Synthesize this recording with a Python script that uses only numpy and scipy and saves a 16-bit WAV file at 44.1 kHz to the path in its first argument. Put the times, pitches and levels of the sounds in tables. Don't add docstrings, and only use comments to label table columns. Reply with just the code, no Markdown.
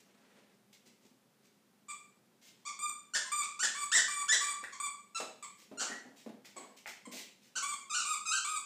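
import sys
import numpy as np
from scipy import signal
from scipy.fft import rfft, irfft, next_fast_len
from scipy.io import wavfile
from scipy.ndimage import map_coordinates

SR = 44100
rng = np.random.default_rng(int(sys.argv[2]) if len(sys.argv) > 2 else 0)


def store_pcm(level_fs):
    pcm = np.round(np.clip(level_fs, -1, 1) * 32767).astype(np.int16)
    wavfile.write(sys.argv[1], SR, np.atleast_2d(pcm).T)


N = 381465

# start in seconds, length in s, clamp after s, clamping time in s, start pitch in Hz,
# squeeze pitch in Hz, clamp pitch in Hz, squeeze level in dB, clamp level in dB, clamped rasp from 0 to 1.
BITES = [ (2.651, 0.049, 0.011, 0.010, 1093, 1152, 1196, -38, -37.5, 0.3),
         (3.136, 0.04, 0.014, 0.002, 1429, 1531, 1813, -26, -27.5, 0.95),
         (3.427, 0.032, 0.0044, 0.0055, 1188, 1220, 1250, -39, -40.5, 0.7),
         (3.591, 0.07, 0.038, 0.0013, 1145, 1510, 1864, -30.5, -26.5, 0.91),
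         (3.916, 0.081, 0.031, 0.0018, 1275, 1830, 1989, -23.5, -23, 0.65),
         (4.281, 0.071, 0.042, 0.0054, 1338, 1760, 2036, -27, -22, 0.74),
         (4.723, 0.037, 0.0063, 0.010, 1090, 1147, 1103, -41, -46, 0.53),
         (5.147, 0.043, 0.014, 0.0083, 1345, 1356, 1319, -32, -36.5, 0.57),
         (5.773, 0.070, 0.022, 0.0106, 1412, 1401, 1571, -38, -34, 1),
         (7.554, 0.036, 0.0062, 0.004, 1349, 1520, 1546, -31.5, -31.5, 0.53),
         (7.896, 0.13, 0.045, 0.024, 1255, 1198, 1498, -36.5, -31.5, 0.34),
         (8.255, 0.13, 0.073, 0.027, 1308, 1247, 1639, -33.5, -29.5, 0.16)]
# start in seconds, length in s, crest as a share of the length, pitch at weak flow in Hz,
# pitch at the crest in Hz, level in dB, rasp at the crest from 0 to 1.
REFILLS = [ (1.883, 0.040, 0.025, 1118, 1190, -43.5, 0.62), (2.79, 0.11, 0.44, 1166, 1196, -37.5, 0.12),
           (3.248, 0.046, 0.082, 993, 1043, -49, 0.1), (3.317, 0.108, 0.30, 1148, 1190, -35, 0.16),
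           (3.747, 0.096, 0.524, 1112, 1172, -39.5, 0.37), (4.081, 0.15, 0.187, 1135, 1183, -37, 0.25),
           (4.406, 0.12, 0.70, 1144, 1167, -36, 0.38), (4.8, 0.072, 0.333, 1109, 1179, -38.5, 0.2),
           (5.425, 0.026, 0.02, 1070, 1175, -44, 0.83), (6.565, 0.025, 0.016, 970, 1183, -45.5, 0.7),
           (7.053, 0.016, 0.02, 1000, 1060, -49.5, 0.2), (7.624, 0.12, 0.46, 1069, 1175, -39.5, 0.3),
           (8.049, 0.1, 0.53, 1122, 1257, -35, 0.1), (8.447, 0.13, 0.54, 1113, 1264, -36.5, 0.13)]
# frequency in Hz, relative gain in dB.
OUT_COLOUR = [(1000, 8), (1500, 1), (1900, 4.5), (2400, 0), (3000, -3), (4500, -3), (5600, -3), (7200, 4),
              (8400, -3), (9500, -16.5), (10800, -30.5), (14000, -33)]
IN_COLOUR = [(1000, 1.5), (1200, 6), (2350, -1.5), (3500, -6.5), (4700, -8.5), (5800, -18), (7000, 2),
             (8200, 2.5), (9400, -9.5), (10600, -36), (12000, -26.5), (14200, -21.5), (15200, -51)]
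# frequency in Hz, relative density in dB per Hz.
OUT_HISS = [(70, -51), (170, -14.5), (400, -6.5), (1000, -3), (1800, -3.5), (2500, -4), (4000, -0.5),
            (7300, 3.5), (9000, -13.5), (10800, -27), (14500, -27)]
IN_HISS = [(100, -35.5), (500, -3), (1100, -31), (1700, -4.5), (2300, -4), (5200, -7), (6800, -7),
           (7900, 17.5), (9000, -34), (10200, -30), (14500, -22.5)]
# start in seconds, level in dB, upper band edge in Hz, time to decay by 30 dB in s.
BUMPS = [(0.866, -59, 330, 0.051), (1.047, -57.5, 367, 0.039), (1.112, -59, 380, 0.024),
         (4.628, -49, 1090, 0.057), (5.199, -36, 1080, 0.08), (5.713, -45.5, 517, 0.13),
         (5.754, -57, 520, .06), (5.811, -41.5, 1090, 0.14), (5.896, -44.5, 710, 0.13),
         (6.05, -51.5, 582, 0.22), (6.261, -40.5, 437, 0.082), (6.291, -47.5, 694, 0.036),
         (6.335, -53, 497, 0.088), (6.56, -46, 915, 0.34), (7.067, -43.5, 444, 0.055),
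         (7.132, -49, 610, 0.091)]
# frequency in Hz, relative density in dB per Hz.
FLOOR_SPECTRUM = [(50, -36), (100, -13), (150, -9), (230, 11), (330, 3), (450, 2.5), (700, 5.5), (1500, 5),
                  (4000, 16.5), (15000, 29.5)]
# start in seconds, level in dB.
CLICKS = [(6.449, -38.5), (6.8591, -22.5)]
# frequency in Hz, relative level in dB, 60 dB decay in s.
TAP_MODES = [(850, 0.5, 0.0084), (1530, 3, 0.0047), (2050, 20, 0.0027), (5630, -16, 0.0017)]
# start in seconds, length in s, level in dB.
RUSTLES = [(0, 0.011, -60), (.727, 0.026, -58.5), (.855, 0.033, -62), (1.01, 0.065, -68.5),
           (1.43, 0.045, -69), (2.415, 0.087, -59.5), (2.59, 0.042, -75), (5.57, 0.075, -61),
           (6.16, 0.063, -59.5), (6.445, 0.034, -54.5), (6.765, 0.03, -56.5), (6.864, 0.04, -48),
           (7.115, 0.045, -46.5), (7.155, 0.071, -47), (7.41, 0.08, -65.5)]
DRAGS = [(4.625, 0.05, -45), (5.885, 0.052, -43)]
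SHUFFLES = [(0, 0.3, -71), (.2, 0.36, -68)]
# frequency in Hz, relative density in dB per Hz.
PLUSH_SPECTRUM = [(70, -39), (300, 2.5), (1300, -11.5), (2100, 4), (3000, 1.5), (4500, 2), (7500, 0.5),
                  (10500, -11.5), (15000, -10)]
DRAG_SPECTRUM = [(70, -30), (300, -20), (900, -23), (1450, -10.5), (1850, 7), (2300, -16), (5000, -22),
                 (9000, -23), (15000, -46)]
SHUFFLE_SPECTRUM = [(59, -46), (100, -40), (194, 4.5), (293, -4.5), (491, -1), (1120, -11.5), (1850, -8),
                    (9260, -23), (14000, -85)]
HUSH_SPECTRUM = [(15, -47), (25, -30), (75, -31.5), (125, -8), (163, -10), (202, 0.5), (318, -12),
                 (394, -7.5), (450, -13.5), (529, -10.5), (604, -16.5), (709, -16), (2240, -22),
                 (8320, -27), (15000, -31)]
# frequency in Hz, 60 dB decay time in s.
ROOM_DECAY = [(250, 0.46), (1200, 0.46), (3000, 0.5), (7000, 0.42), (14000, 0.31)]

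HUSH_DB = -70
TOP_HZ = 15400
SQUEEZE_RASP = 0.19
SQUEEZE_S, SQUEEZE_DB = 0.0093, 9
SLACK_HZ, EMPTY_SAG, EMPTY_DB = 994.5, 0.62, 6.5
JAW_RATE, JAW_BEND, JAW_DB = 111.3, 0.01214, 1
UNFOLD_RATE, UNFOLD_BEND, UNFOLD_DB = 55.6, 0.00906, 2
EBB_RASP = 0.23


def squeaker():
    track = np.zeros(N)
    for start, *row in BITES:
        pitch, db, rasp = bite(*row)
        squeak = reed(pitch, db, rasp, OUT_COLOUR, OUT_HISS,
                      bright=0.0061, hiss_db=-4.5, jitter=0.035, waver=0.0366)
        add(track, start, amp(0.7) * in_room(squeak, wet_db=2.0))
    for start, *row in REFILLS:
        pitch, db, rasp = refill(*row)
        squeak = reed(pitch, db, rasp, IN_COLOUR, IN_HISS,
                      bright=0.11, hiss_db=-1.5, jitter=0.016, waver=0.023)
        add(track, start, amp(0.98) * in_room(squeak, wet_db=0.5))
    return track


def bite(length, clamp_s, clamping_s, start_hz, squeeze_hz, clamp_hz, squeeze_db, clamp_db, rasp):
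    t = np.arange(0, length, 1 / SR)
    slack = np.exp(-(t / SQUEEZE_S) ** 2)
    clamp = 0.5 + 0.5 * np.tanh(2 * (t - clamp_s) / clamping_s)
    spent = np.clip((t - clamp_s) / max(length - clamp_s, 1 / SR), 0, 1) ** 2

    squeezed_hz = squeeze_hz + (start_hz - squeeze_hz) * slack
    squeezed_db = squeeze_db - SQUEEZE_DB * slack
    clamped_hz = clamp_hz + (SLACK_HZ - clamp_hz) * EMPTY_SAG * spent
    clamped_db = clamp_db - EMPTY_DB * spent

    pitch = squeezed_hz + (clamped_hz - squeezed_hz) * clamp
    db = squeezed_db + (clamped_db - squeezed_db) * clamp
    rough = SQUEEZE_RASP + (rasp - SQUEEZE_RASP) * clamp
    grip = wobble(JAW_RATE, len(t))
    return pitch * (1 + JAW_BEND * grip), db + JAW_DB * grip, rough


def refill(length, crest, weak_hz, crest_hz, db, rasp):
    share = np.linspace(0, 1, int(length * SR))
    ebb = np.interp(share, [0, np.clip(crest, 0, 1), 1], [1, 0, 1]) ** 2
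    unfold = wobble(UNFOLD_RATE, len(share))
    pitch = (crest_hz + (weak_hz - crest_hz) * ebb) * (1 + UNFOLD_BEND * unfold)
    return pitch, db + UNFOLD_DB * unfold, rasp + EBB_RASP * ebb


def reed(pitch, db, rasp, colour, hiss, bright, hiss_db, jitter, waver, edge=0.0016):
    size = len(pitch)
    t = np.arange(size) / SR
    rasp = np.clip(rasp, 0, 1)
    bend = rasp * (waver * wobble(180, size) + jitter * wobble(800, size))
    flutter_db = 2 * rasp * wobble(600, size)
    phase = 2 * np.pi * np.cumsum(pitch * (1 + bend)) / SR

    harmonic = np.arange(1, 14)[:, None]
    partial_hz = harmonic * pitch
    sharp_db = bright * (db + 38) * np.log2(harmonic)
    drift_db = 2.2 * np.array([wobble(70, size) for _ in harmonic]) * (harmonic > 1)
    gains = amp(along(colour, partial_hz) + sharp_db + drift_db) * (partial_hz < TOP_HZ)
    partials = gains * np.sin(harmonic * phase)
    tone = unit(partials.sum(0) * amp(flutter_db))

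    puffs = noise(hiss, size, gate=2 + np.cos(phase))
    air = amp(hiss_db) * rasp ** 1.4 * puffs
    fade = np.clip(np.minimum(t, t[-1] - t) / edge, 0, 1)
    return (tone + air) * amp(db) * fade


def bumps():
    track = np.zeros(N)
    t = np.arange(SR // 5) / SR
    for start, db, bright_hz, length in BUMPS:
        band = signal.butter(2, [bright_hz / 4, bright_hz], "bandpass", fs=SR, output="sos")
        blow = amp(-30 * t / length) * (1 - np.exp(-t / 0.0015))
        thud = signal.sosfilt(band, noise(FLOOR_SPECTRUM, len(t), gate=blow))
        thud = unit(thud) * np.std(blow)
        add(track, start, amp(db + 2.5) * in_room(thud, wet_db=-2.0))
    return track


def clicks():
    track = np.zeros(N)
    t = np.arange(SR // 5) / SR
    modes = sum(amp(db - 60 * t / t60) * np.sin(2 * np.pi * hz * t) for hz, db, t60 in TAP_MODES)
    click = modes * (1 - np.exp(-t / 0.0017))
    for start, db in CLICKS:
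        add(track, start, amp(db) * in_room(click, wet_db=5.0))
    return track


def rubbing(strokes, spectrum, grain_db, grain_rate, wet_db):
    track = np.zeros(N)
    for start, length, db in strokes:
        size = int(length * SR)
        swell = np.hanning(size) ** 0.14
        grains = unit(noise(spectrum, size) * amp(grain_db * wobble(grain_rate, size)))
        add(track, start, in_room(amp(db + 1) * swell * grains, wet_db))
    return track


def room_hush():
    return amp(HUSH_DB) * noise(HUSH_SPECTRUM, N)


def in_room(x, wet_db, gap=0.0022):
    hz, t, bands = signal.stft(rng.standard_normal(SR * 3 // 5), SR, nperseg=256)
    decay = amp(-60 * t / along(ROOM_DECAY, hz)[:, None])
    tail = signal.istft(bands * decay, SR, nperseg=256)[1]
    tail *= np.clip(np.arange(len(tail)) / SR / gap - 1, 0, 1)
    m = next_fast_len(len(x) + len(tail), True)
    direct = rfft(x, m)
    heard = direct * (1 + amp(wet_db) * rfft(tail / np.linalg.norm(tail), m))

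    def band_power(spectrum):
        return signal.fftconvolve(np.abs(spectrum) ** 2, np.hanning(m // 50), "same")

    balance = (np.abs(band_power(direct)) + 1e-12) / (np.abs(band_power(heard)) + 1e-12)
    return irfft(heard * np.sqrt(balance), m)


def noise(spectrum, size, gate=1):
    m = next_fast_len(size + 2048)
    gain = amp(along(spectrum, np.fft.rfftfreq(m, 1 / SR)))
    source = gate * rng.standard_normal(size)
    return unit(irfft(rfft(source, m) * gain, m)[:size])


def wobble(rate, size):
    knots = rng.standard_normal(int(size * rate / SR) + 4)
    return map_coordinates(knots, [np.arange(size) * rate / SR])


def along(points, hz):
    f, v = np.transpose(points)
    return np.interp(np.log(hz + 1), np.log(f + 1), v)


def amp(db):
    return 10 ** (np.asarray(db) / 20)


def unit(x):
    return x / np.sqrt(np.mean(x ** 2) + 1e-20)


def add(track, start, sound):
    part = track[max(0, round(start * SR)):][:len(sound)]
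    part += sound[:len(part)]


def scene():
    plush = rubbing(RUSTLES, PLUSH_SPECTRUM, grain_db=2.5, grain_rate=250, wet_db=1.5)
    drags = rubbing(DRAGS, DRAG_SPECTRUM, grain_db=17, grain_rate=194.4, wet_db=4.0)
    paws = rubbing(SHUFFLES, SHUFFLE_SPECTRUM, grain_db=2.5, grain_rate=60, wet_db=-7.5)
    return (squeaker() + bumps() + clicks() + plush + drags + paws + room_hush())[None]


def record(dry):
    m = next_fast_len(N + SR // 2)
    passed = np.fft.rfftfreq(m, 1 / SR) < TOP_HZ
    return irfft(rfft(dry, m) * passed, m)[..., :N]


dry = scene()
out = record(dry)
store_pcm(out)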